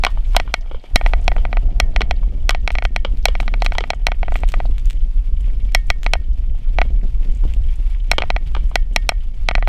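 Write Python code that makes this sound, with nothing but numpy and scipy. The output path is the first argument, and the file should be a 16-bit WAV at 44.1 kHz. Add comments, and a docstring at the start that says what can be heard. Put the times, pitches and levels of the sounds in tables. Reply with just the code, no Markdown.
"""Stroller on a gravel drive

A stroller is pushed down a gravel drive with a camera fixed to its frame. On the bumps the loose mount
knocks against its stop, and now and then a frame joint clacks; each impact excites damped modes.
Beneath them the uneven ground forces a deep shudder from the frame, the tyres rumble and drum the
hollow body, and many small stone contacts sum to a soft crunch."""
import sys
import numpy as np
from scipy import signal
from scipy.fft import rfft, irfft
from scipy.io import wavfile
from scipy.ndimage import uniform_filter1d, minimum_filter1d

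SR = 44100
rng = np.random.default_rng(int(sys.argv[2]) if len(sys.argv) > 2 else 0)


def materialize(psi):
    """Save the field psi as 16-bit PCM at rate SR to the path in sys.argv[1].

    A 1-D psi becomes a single channel; in a 2-D psi each row is a channel.
    """
    bounded = np.clip(np.atleast_2d(psi).T, -1, 1)
    quanta = np.round(bounded * 32767).astype(np.int16)
    wavfile.write(sys.argv[1], SR, quanta)


N = 426888
TIME = np.arange(N) / SR
BLOW_SIZE = 16384  # samples
BLOW_HZ = np.fft.rfftfreq(BLOW_SIZE, 1 / SR)
NOTE_DAMPING = .33  # bandwidth of a clack's or bump's hollow note as a share of its pitch

# strength of the frame's shudder: time_s, level_db
SHUDDER_LEVEL = [(0.0, -18.5), (0.38, -14.5), (0.52, -25.5), (0.76, -20), (0.86, -44), (0.95, -13),
                 (2.9, -17), (3.72, -15), (3.88, -25.5), (4.05, -17), (4.6, -14), (6.4, -17), (6.8, -14.5),
                 (7.7, -14.5), (8.05, -18), (8.7, -15.5), (9.3, -20.5), (9.55, -15)]
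# spectrum of the shudder: frequency_hz, level_db
SHUDDER_SPECTRUM = [(5, -28), (11, -8), (17, -4.5), (34, 0), (42, -7), (52, -9.5), (65, -17.5), (80, -26.5),
                    (110, -32.5), (200, -48.5), (500, -89.5), (4000, -120)]
# roughness of the ground, heard as tyre rumble: time_s, level_db
GROUND_ROUGHNESS = [(0.0, -47), (0.38, -49), (0.5, -50), (0.85, -59), (1.1, -47), (1.85, -39), (2.8, -47.5),
                    (3.7, -42.5), (4.1, -53), (4.35, -39.5), (5.1, -51), (5.55, -44), (6.5, -49),
                    (6.85, -43.5), (7.6, -43), (8.0, -53), (8.2, -50), (9.2, -50), (9.68, -52)]
# spectrum of the rumble: frequency_hz, level_db
TYRE_SPECTRUM = [(40, -30.5), (100, 2.5), (150, -7), (230, -6.5), (330, -14.5), (500, -18.5), (720, -25),
                 (1000, -38), (2000, -43.5), (6000, -50), (15000, -79.5)]
# loose gravel under the wheels, heard as crunch: time_s, level_db
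LOOSE_GRAVEL = [(0.0, -53), (0.8, -59.5), (1.05, -53), (1.5, -60.5), (2.45, -62), (3.1, -61), (3.75, -56),
                (4.1, -63), (4.38, -52.5), (4.65, -58.5), (5.3, -59), (5.75, -58), (6.35, -63), (6.8, -58),
                (7.7, -55.5), (8.7, -58), (9.3, -62), (9.68, -60.5)]
# spectrum of the crunch: frequency_hz, level_db
CRUNCH_SPECTRUM = [(350, -29.5), (650, -6), (900, -2.5), (1700, -8.5), (2200, -5.5), (2650, -3.5),
                   (3050, -6.5), (3550, -7), (3970, -13), (4550, -11), (6200, -18), (7400, -18.5),
                   (12500, -23), (16000, -31.5)]
# how strongly the wheels drum the hollow body: time_s, level_db
DRUMMING_LEVEL = [(0.9, -56), (1.0, -45), (1.95, -50), (2.4, -59), (3.2, -67), (3.7, -58), (4.5, -55.5),
                  (4.9, -66.5), (9.68, -68)]
# damped modes of the joints: pitch_hz, bandwidth_hz, level_db
JOINT_MODES = [(200, 110, -12), (900, 500, -9), (1300, 400, -12), (2280, 240, -3), (2950, 170, -1),
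               (3150, 150, 1), (4300, 900, -19), (7000, 1500, -26), (11000, 4000, -30)]
# damped modes of the plastic mount: pitch_hz, bandwidth_hz, level_db
MOUNT_MODES = [(236, 170, -15.5), (718.6, 149, 1.5), (894, 110, -10.5), (1230, 124, -9), (1483, 194, -6),
               (1983, 96, 0), (2220, 110, -1.5), (2316, 140, -2), (2488, 264, -4.5), (3086, 81, -7.5),
               (3280, 200, -5), (3930, 220, -3), (4240, 72, -6), (5040, 83, -15), (5445, 170, -3),
               (5800, 170, -14.5), (6940, 230, -18.5), (8220, 400, -11.5), (9800, 450, -13.5),
               (11820, 1400, -14.5)]
# modes of the metal frame tube: pitch_hz, level_db, t60_s
TUBE_MODES = [(1330, -5, .05), (1846, -12, .28), (2207, -1, .125), (2765, -9, .07), (3232, -8, .1),
              (5340, -11, .05)]
# joint clacks, and a few faint, dull bumps of stones under the wheels:
# start_s, level_db, corner_hz, pitch_hz
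CLACKS_AND_BUMPS = [(0.0366, -14.5, 3000, 790), (0.0663, -12, 4770, 1100), (0.1736, -32.5, 2380, 910),
                    (0.3485, -20.5, 2730, 970), (0.3654, -13.5, 16000, 955), (0.477, -34, 2200, 1260),
                    (0.66, -41, 2000, 700), (0.713, -29.5, 1700, 470), (0.7457, -28.5, 1800, 496),
                    (0.84, -36, 1400, 500), (1.3817, -29.5, 3500, 520), (2.008, -16.5, 4320, 487),
                    (2.231, -39, 1800, 905), (2.5075, -17, 15400, 1240), (3.0492, -16.5, 4170, 500),
                    (3.2848, -18, 6400, 507), (3.429, -33, 3600, 690), (3.648, -28, 12300, 442),
                    (3.7518, -25.5, 5350, 980), (3.8073, -21.5, 5400, 450), (6.549, -45.5, 1400, 650),
                    (6.851, -36, 1400, 600), (7.438, -37.5, 1800, 900), (8.1829, -10, 5760, 475),
                    (8.2036, -28, 3300, 467), (8.5501, -22.5, 5600, 1200), (8.566, -24.5, 3000, 470),
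                    (8.714, -35, 1800, 900)]
# the mount hits its stop on a bump: start_s, level_db
MOUNT_KNOCKS = [(0.0379, -14.5), (0.0494, -11), (0.3658, -5.5), (0.4, -17), (0.5411, -11), (0.9591, -1.5),
                (1.0126, -21), (1.0628, -15.5), (1.1356, -15.5), (1.2801, -10.5), (1.3179, -21.5),
                (1.3647, -24), (1.4523, -21), (1.5293, -20.5), (1.5706, -21), (1.8012, -8), (1.9626, -15.5),
                (2.0176, -16.5), (2.1107, -15), (2.4939, -9.5), (2.5485, -20), (2.677, -15), (2.7048, -22),
                (2.7535, -20.5), (2.7855, -18.5), (2.824, -23), (2.8523, -17), (2.9625, -15), (3.2557, -6),
                (3.3531, -22.5), (3.402, -20.5), (3.4797, -22.5), (3.54, -22), (3.6217, -15),
                (3.6631, -15.5), (3.7215, -23), (3.7837, -14), (3.8396, -23.5), (3.9041, -13), (3.934, -25),
                (4.0686, -10), (4.0845, -25), (4.1187, -20), (4.2308, -20.5), (4.2824, -24),
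                (4.3213, -24.5), (4.3568, -20.5), (4.4348, -21), (4.5403, -20.5), (4.6026, -21.5),
                (4.6539, -30), (5.749, -3), (5.9027, -9.5), (6.0643, -15.5), (6.1357, -9), (6.154, -24),
                (6.7863, -13), (6.8163, -12.5), (8.1153, -5), (8.1338, -25.5), (8.2213, -16), (8.2364, -24),
                (8.3035, -14), (8.364, -17.5), (8.7568, -7.5), (8.9623, -7), (9.092, -7.5), (9.1198, -28),
                (9.4877, -11), (9.512, -19), (9.5527, -14), (9.5811, -24.5), (9.6256, -22), (9.6749, -18.5)]
# contact hardness for a knock listed at 0 dB: time_s, corner_hz
KNOCK_HARDNESS = [(0.4, 19502.5), (1.1, 11998), (2.0, 19497), (3.7, 22503), (4.3, 14496), (6.1, 15493),
                  (6.8, 9998.5), (9.0, 17501.5), (9.6, 14000.5)]
# a stone snaps out from under a tyre: start_s, level_db
STONE_SNAPS = [(1.2434, -33), (2.7184, -26), (2.8404, -31), (3.173, -37.5), (3.4053, -24), (3.6466, -21),
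               (4.342, -28), (4.363, -23), (4.4044, -31), (4.48, -30), (4.4888, -22.5), (4.5205, -24),
               (4.782, -29.5), (4.857, -26), (4.9006, -26), (4.9075, -26.5), (5.722, -34.5), (6.0327, -25),
               (7.3203, -40), (7.5375, -30)]
# spectrum of a snap: frequency_hz, level_db
SNAP_SPECTRUM = [(500, -30.5), (1500, 6), (3000, 14.5), (5000, 1.5), (8000, 4.5), (11000, -10.5),
                 (15000, -4), (17000, -15)]


def from_db(db):
    """Amplitude ratio of a level in decibels."""
    return 10 ** (np.asarray(db) / 20)


def unit(x):
    """Normalisation to rms 1."""
    return x / np.sqrt(np.mean(x ** 2) + 1e-20)


def follow(curve):
    """Amplitude envelope through (time_s, level_db) points."""
    return from_db(np.interp(TIME, *np.transpose(curve)))


def coloured(x, spectrum):
    """Spectral shaping by (frequency_hz, level_db) points, to rms 1."""
    hz, db = np.transpose(spectrum)
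    shape_db = np.interp(np.log(np.fft.rfftfreq(len(x), 1 / SR) + 1), np.log(hz), db)
    return unit(irfft(rfft(x) * from_db(shape_db), len(x)))


def add(mix, start_s, sound):
    """Superposition: a sound joins the mix at start_s."""
    part = mix[max(round(start_s * SR), 0):][:len(sound)]
    part += sound[:len(part)]


def swell(depth_db, size):
    """Random amplitude modulation: a gain that wanders over about size samples."""
    drift = uniform_filter1d(rng.standard_normal(N), size, mode="wrap")
    return from_db(depth_db * unit(uniform_filter1d(drift, size // 2, mode="wrap")))


def stones(per_s, spread_db):
    """A Poisson process of stone contacts, mostly small and a few large."""
    out, at = np.zeros(N), np.flatnonzero(rng.random(N) < per_s / SR)
    draw = rng.uniform(-1, 1, N)[at]
    size = np.minimum(-np.log(abs(draw) + 1e-9), 4)
    out[at] = np.sign(draw) * from_db(spread_db * size)
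    return out


def modal_response(modes, scatter_db):
    """Damped modes superpose; the point of contact changes their shares from blow to blow."""
    hz, width_hz, db = np.transpose(modes)[:, :, None]
    share = from_db(db + scatter_db * rng.standard_normal(db.shape))
    loss = 1j * BLOW_HZ * np.maximum(width_hz, 105)  # no mode is narrower than 105 Hz, so none rings for long
    return (share * loss / (hz ** 2 - BLOW_HZ ** 2 + loss)).sum(0)


def contact(corner_hz):
    """Spectrum of a force pulse: the shorter the contact, the higher the corner."""
    rounded = np.exp(-(BLOW_HZ / (2.8 * corner_hz)) ** 2)  # the pulse starts and ends gently
    return rounded * (1 + 1j * BLOW_HZ / corner_hz) ** -4


def rebounding(share, gap_s):
    """Comb filtering: a weaker second contact follows the first after an uneven gap."""
    return 1 + share * np.exp(-2j * np.pi * BLOW_HZ * gap_s * rng.uniform(.65, 1.35))


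def bending(spread_s, knee_hz=2500):
    """Dispersion of bending waves: the treble arrives first, the bass later."""
    return np.exp(-2j * np.pi * spread_s * knee_hz * np.arctan(BLOW_HZ / knee_hz))


def blow(spectrum, db):
    """Energy normalisation: a blow that, packed into two milliseconds, has the given level."""
    wave = irfft(spectrum)
    return from_db(db) * wave / np.sqrt(np.sum(wave ** 2) / (.002 * SR))


def frame_shudder(level_db=1.78, lurch_db=2.0, steadiness=0.87):
    """Forced vibration: uneven ground shakes the sprung frame in lurches of nearly even strength."""
    shake = coloured(rng.standard_normal(N), SHUDDER_SPECTRUM) * swell(lurch_db, size=2000)
    power = uniform_filter1d(shake ** 2, size=5500)
    strength = np.sqrt(uniform_filter1d(power, size=3500) + 1e-6)
    return from_db(level_db) * follow(SHUDDER_LEVEL) * shake / strength ** steadiness


def tyre_rumble(level_db=4.0, lumps_db=3.0):
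    """Shot noise: pebbles press into the tyres as dull, overlapping thumps."""
    thumps = stones(per_s=400, spread_db=3.64) * swell(lumps_db, size=1400)
    return from_db(level_db) * follow(GROUND_ROUGHNESS) * coloured(thumps, TYRE_SPECTRUM)


def grinding(bump_db=2.5, decay_s=0.023):
    """Envelope of the crunch: it follows the loose gravel and rises briefly as the mount knocks."""
    bumps = np.zeros(N)
    for start_s, _ in MOUNT_KNOCKS:  # these bumps grind the stones harder
        add(bumps, start_s, np.exp(-TIME[:BLOW_SIZE] / decay_s))
    return follow(LOOSE_GRAVEL) * from_db(bump_db * np.minimum(bumps, 1))


def gravel_crunch(clump_db=4.0, wash=0.8, surge_db=1.9):
    """Granular friction: grit grinds under the wheels in clumps and slower surges, over a sandy wash."""
    grit = unit(stones(per_s=1900, spread_db=4.5) * swell(clump_db, size=900))
    crunch = coloured(grit + wash * rng.standard_normal(N), CRUNCH_SPECTRUM)
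    return grinding() * swell(surge_db, size=3000) * crunch


def pebble_scrapes(level_db=-4, decay_s=0.0079, width=0.24, db_per_octave=-5.5, middle_hz=2800):
    """Sliding friction: each size of pebble scrapes in its own band, the middle sizes loudest."""
    out, t = np.zeros(N), TIME[:2048]
    hz = np.fft.rfftfreq(len(t), 1 / SR)
    for pitch_hz in np.geomspace(1100, 8500, 16):
        band = np.exp(-.5 * ((hz / pitch_hz - 1) / width) ** 2)
        scrape = unit(irfft(rfft(rng.standard_normal(len(t))) * band)) * np.exp(-t / decay_s)
        gain = from_db(db_per_octave * abs(np.log2(pitch_hz / middle_hz)))
        out += gain * signal.oaconvolve(stones(per_s=6, spread_db=4.5), scrape)[:N]
    return from_db(level_db) * grinding() * unit(out)


def frame_ticks(level_db=-1, corner_hz=9000, decay_s=0.0074):
    """Structure-borne sound: stones slipping under the rims excite the upper modes of the joints."""
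    out, t = np.zeros(N), TIME[:BLOW_SIZE]
    for wheel in range(4):
        chatter = rfft(rng.standard_normal(BLOW_SIZE) * np.exp(-t / decay_s))
        tick = irfft(modal_response(JOINT_MODES[3:], scatter_db=6.5) * contact(corner_hz) * chatter)
        out += signal.oaconvolve(stones(per_s=12, spread_db=2.0), unit(tick[:2048]))[:N]
    return from_db(level_db) * grinding() * unit(out)


def body_drumming(corner_hz=1100):
    """Resonance: on coarse gravel, soft blows from the tyres sustain the low modes of the plastic."""
    thud = irfft(modal_response(MOUNT_MODES, scatter_db=0.5) * contact(corner_hz))
    thuds = signal.oaconvolve(stones(per_s=350, spread_db=3.5), thud)[:N]
    return follow(DRUMMING_LEVEL) * unit(thuds)


def tube_ring(buzz_db=-15, buzz_s=0.028):
    """Free vibration: spectrum of the struck frame tube, with a brief buzz of its loose fittings."""
    t = TIME[:BLOW_SIZE]
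    ring = sum(from_db(db - 60 * t / t60) * np.sin(2 * np.pi * hz * t) for hz, db, t60 in TUBE_MODES)
    buzz = from_db(buzz_db) * np.exp(-t / buzz_s) * rng.standard_normal(BLOW_SIZE)
    return rfft(ring + buzz)


def clacks_and_bumps(level_db=3.1, ring_db=-69, spread_s=0.0014):
    """Impact and rebound: a joint clacks, or a stone bumps dully under a wheel, in two quick contacts."""
    out, ring, travel = np.zeros(N), from_db(ring_db) * tube_ring(), bending(spread_s)
    for start_s, db, corner_hz, pitch_hz in CLACKS_AND_BUMPS:
        modes = [(pitch_hz, NOTE_DAMPING * pitch_hz, 0), *JOINT_MODES]
        force = contact(corner_hz) * rebounding(share=.65, gap_s=.0026)
        response = modal_response(modes, scatter_db=2) + ring
        add(out, start_s - spread_s / 2, blow(response * force * travel, db + level_db))
    return out


def settling_chatter(level_db=-23, level_slope=0.67, decay_s=0.02, corner_hz=4800):
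    """Frictional excitation: a brief scuff follows each clack or bump, relatively more if it is light."""
    out, settling = np.zeros(N), np.exp(-TIME[:BLOW_SIZE] / decay_s)
    for start_s, db, _, pitch_hz in CLACKS_AND_BUMPS:
        modes = [(pitch_hz, NOTE_DAMPING * pitch_hz, -3), *JOINT_MODES]
        friction = rfft(rng.standard_normal(BLOW_SIZE))
        rubbing = irfft(friction * modal_response(modes, scatter_db=-1) * contact(corner_hz))
        add(out, start_s, from_db(level_db + level_slope * db) * settling * unit(rubbing))
    return out


def mount_knocks(level_db=5.0, ring_db=-57.0, spread_s=.0008, db_per_octave=8.5):
    """Elastic impact: the harder the plastic mount hits its stop, the shorter and brighter the blow."""
    out, ring, travel = np.zeros(N), from_db(ring_db) * tube_ring(), bending(spread_s)
    for start_s, db in MOUNT_KNOCKS:
        corner_hz = np.interp(start_s, *np.transpose(KNOCK_HARDNESS)) * 2 ** (db / db_per_octave)
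        force = contact(corner_hz) * rebounding(share=0.16, gap_s=0.000926)
        response = modal_response(MOUNT_MODES, scatter_db=2.7) + ring
        add(out, start_s - spread_s / 2, blow(response * force * travel, db + level_db))
    return out


def stone_snaps(decay_s=0.00055, skitter_db=-20, skitter_s=0.023):
    """Hard impact: stone on stone gives a broadband tick, and a few grains skitter after it."""
    out, t = np.zeros(N), TIME[:2048]
    for start_s, db in STONE_SNAPS:
        burst, noise = rng.standard_normal((2, len(t)))
        tick = coloured(burst, SNAP_SPECTRUM) * np.exp(-t / decay_s)
        grains = coloured(noise ** 7, SNAP_SPECTRUM)  # the high power leaves sparse spikes
        skitter = from_db(skitter_db) * grains * np.exp(-t / skitter_s)
        add(out, start_s, from_db(db) * (tick + skitter))
    return out


def scene():
    """Free field: in the open air every source reaches the one microphone directly."""
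    impacts = mount_knocks() + clacks_and_bumps() + settling_chatter()
    vibration = frame_ticks() + body_drumming() + frame_shudder()
    ground = tyre_rumble() + gravel_crunch() + pebble_scrapes() + stone_snaps()
    return (impacts + vibration + ground)[None]


def record(dry):
    """Peak limiting holds the hardest knocks at full scale; a low-pass filter then limits the band."""
    allowed_gain = 1 / np.maximum(abs(dry), 1)
    smooth_gain = uniform_filter1d(minimum_filter1d(allowed_gain, size=15), size=15)
    low_pass = signal.firwin(201, cutoff=15450, window=("kaiser", 9), fs=SR)
    return signal.oaconvolve(dry * smooth_gain, low_pass[None], "same")


dry = scene()
out = record(dry)
materialize(out)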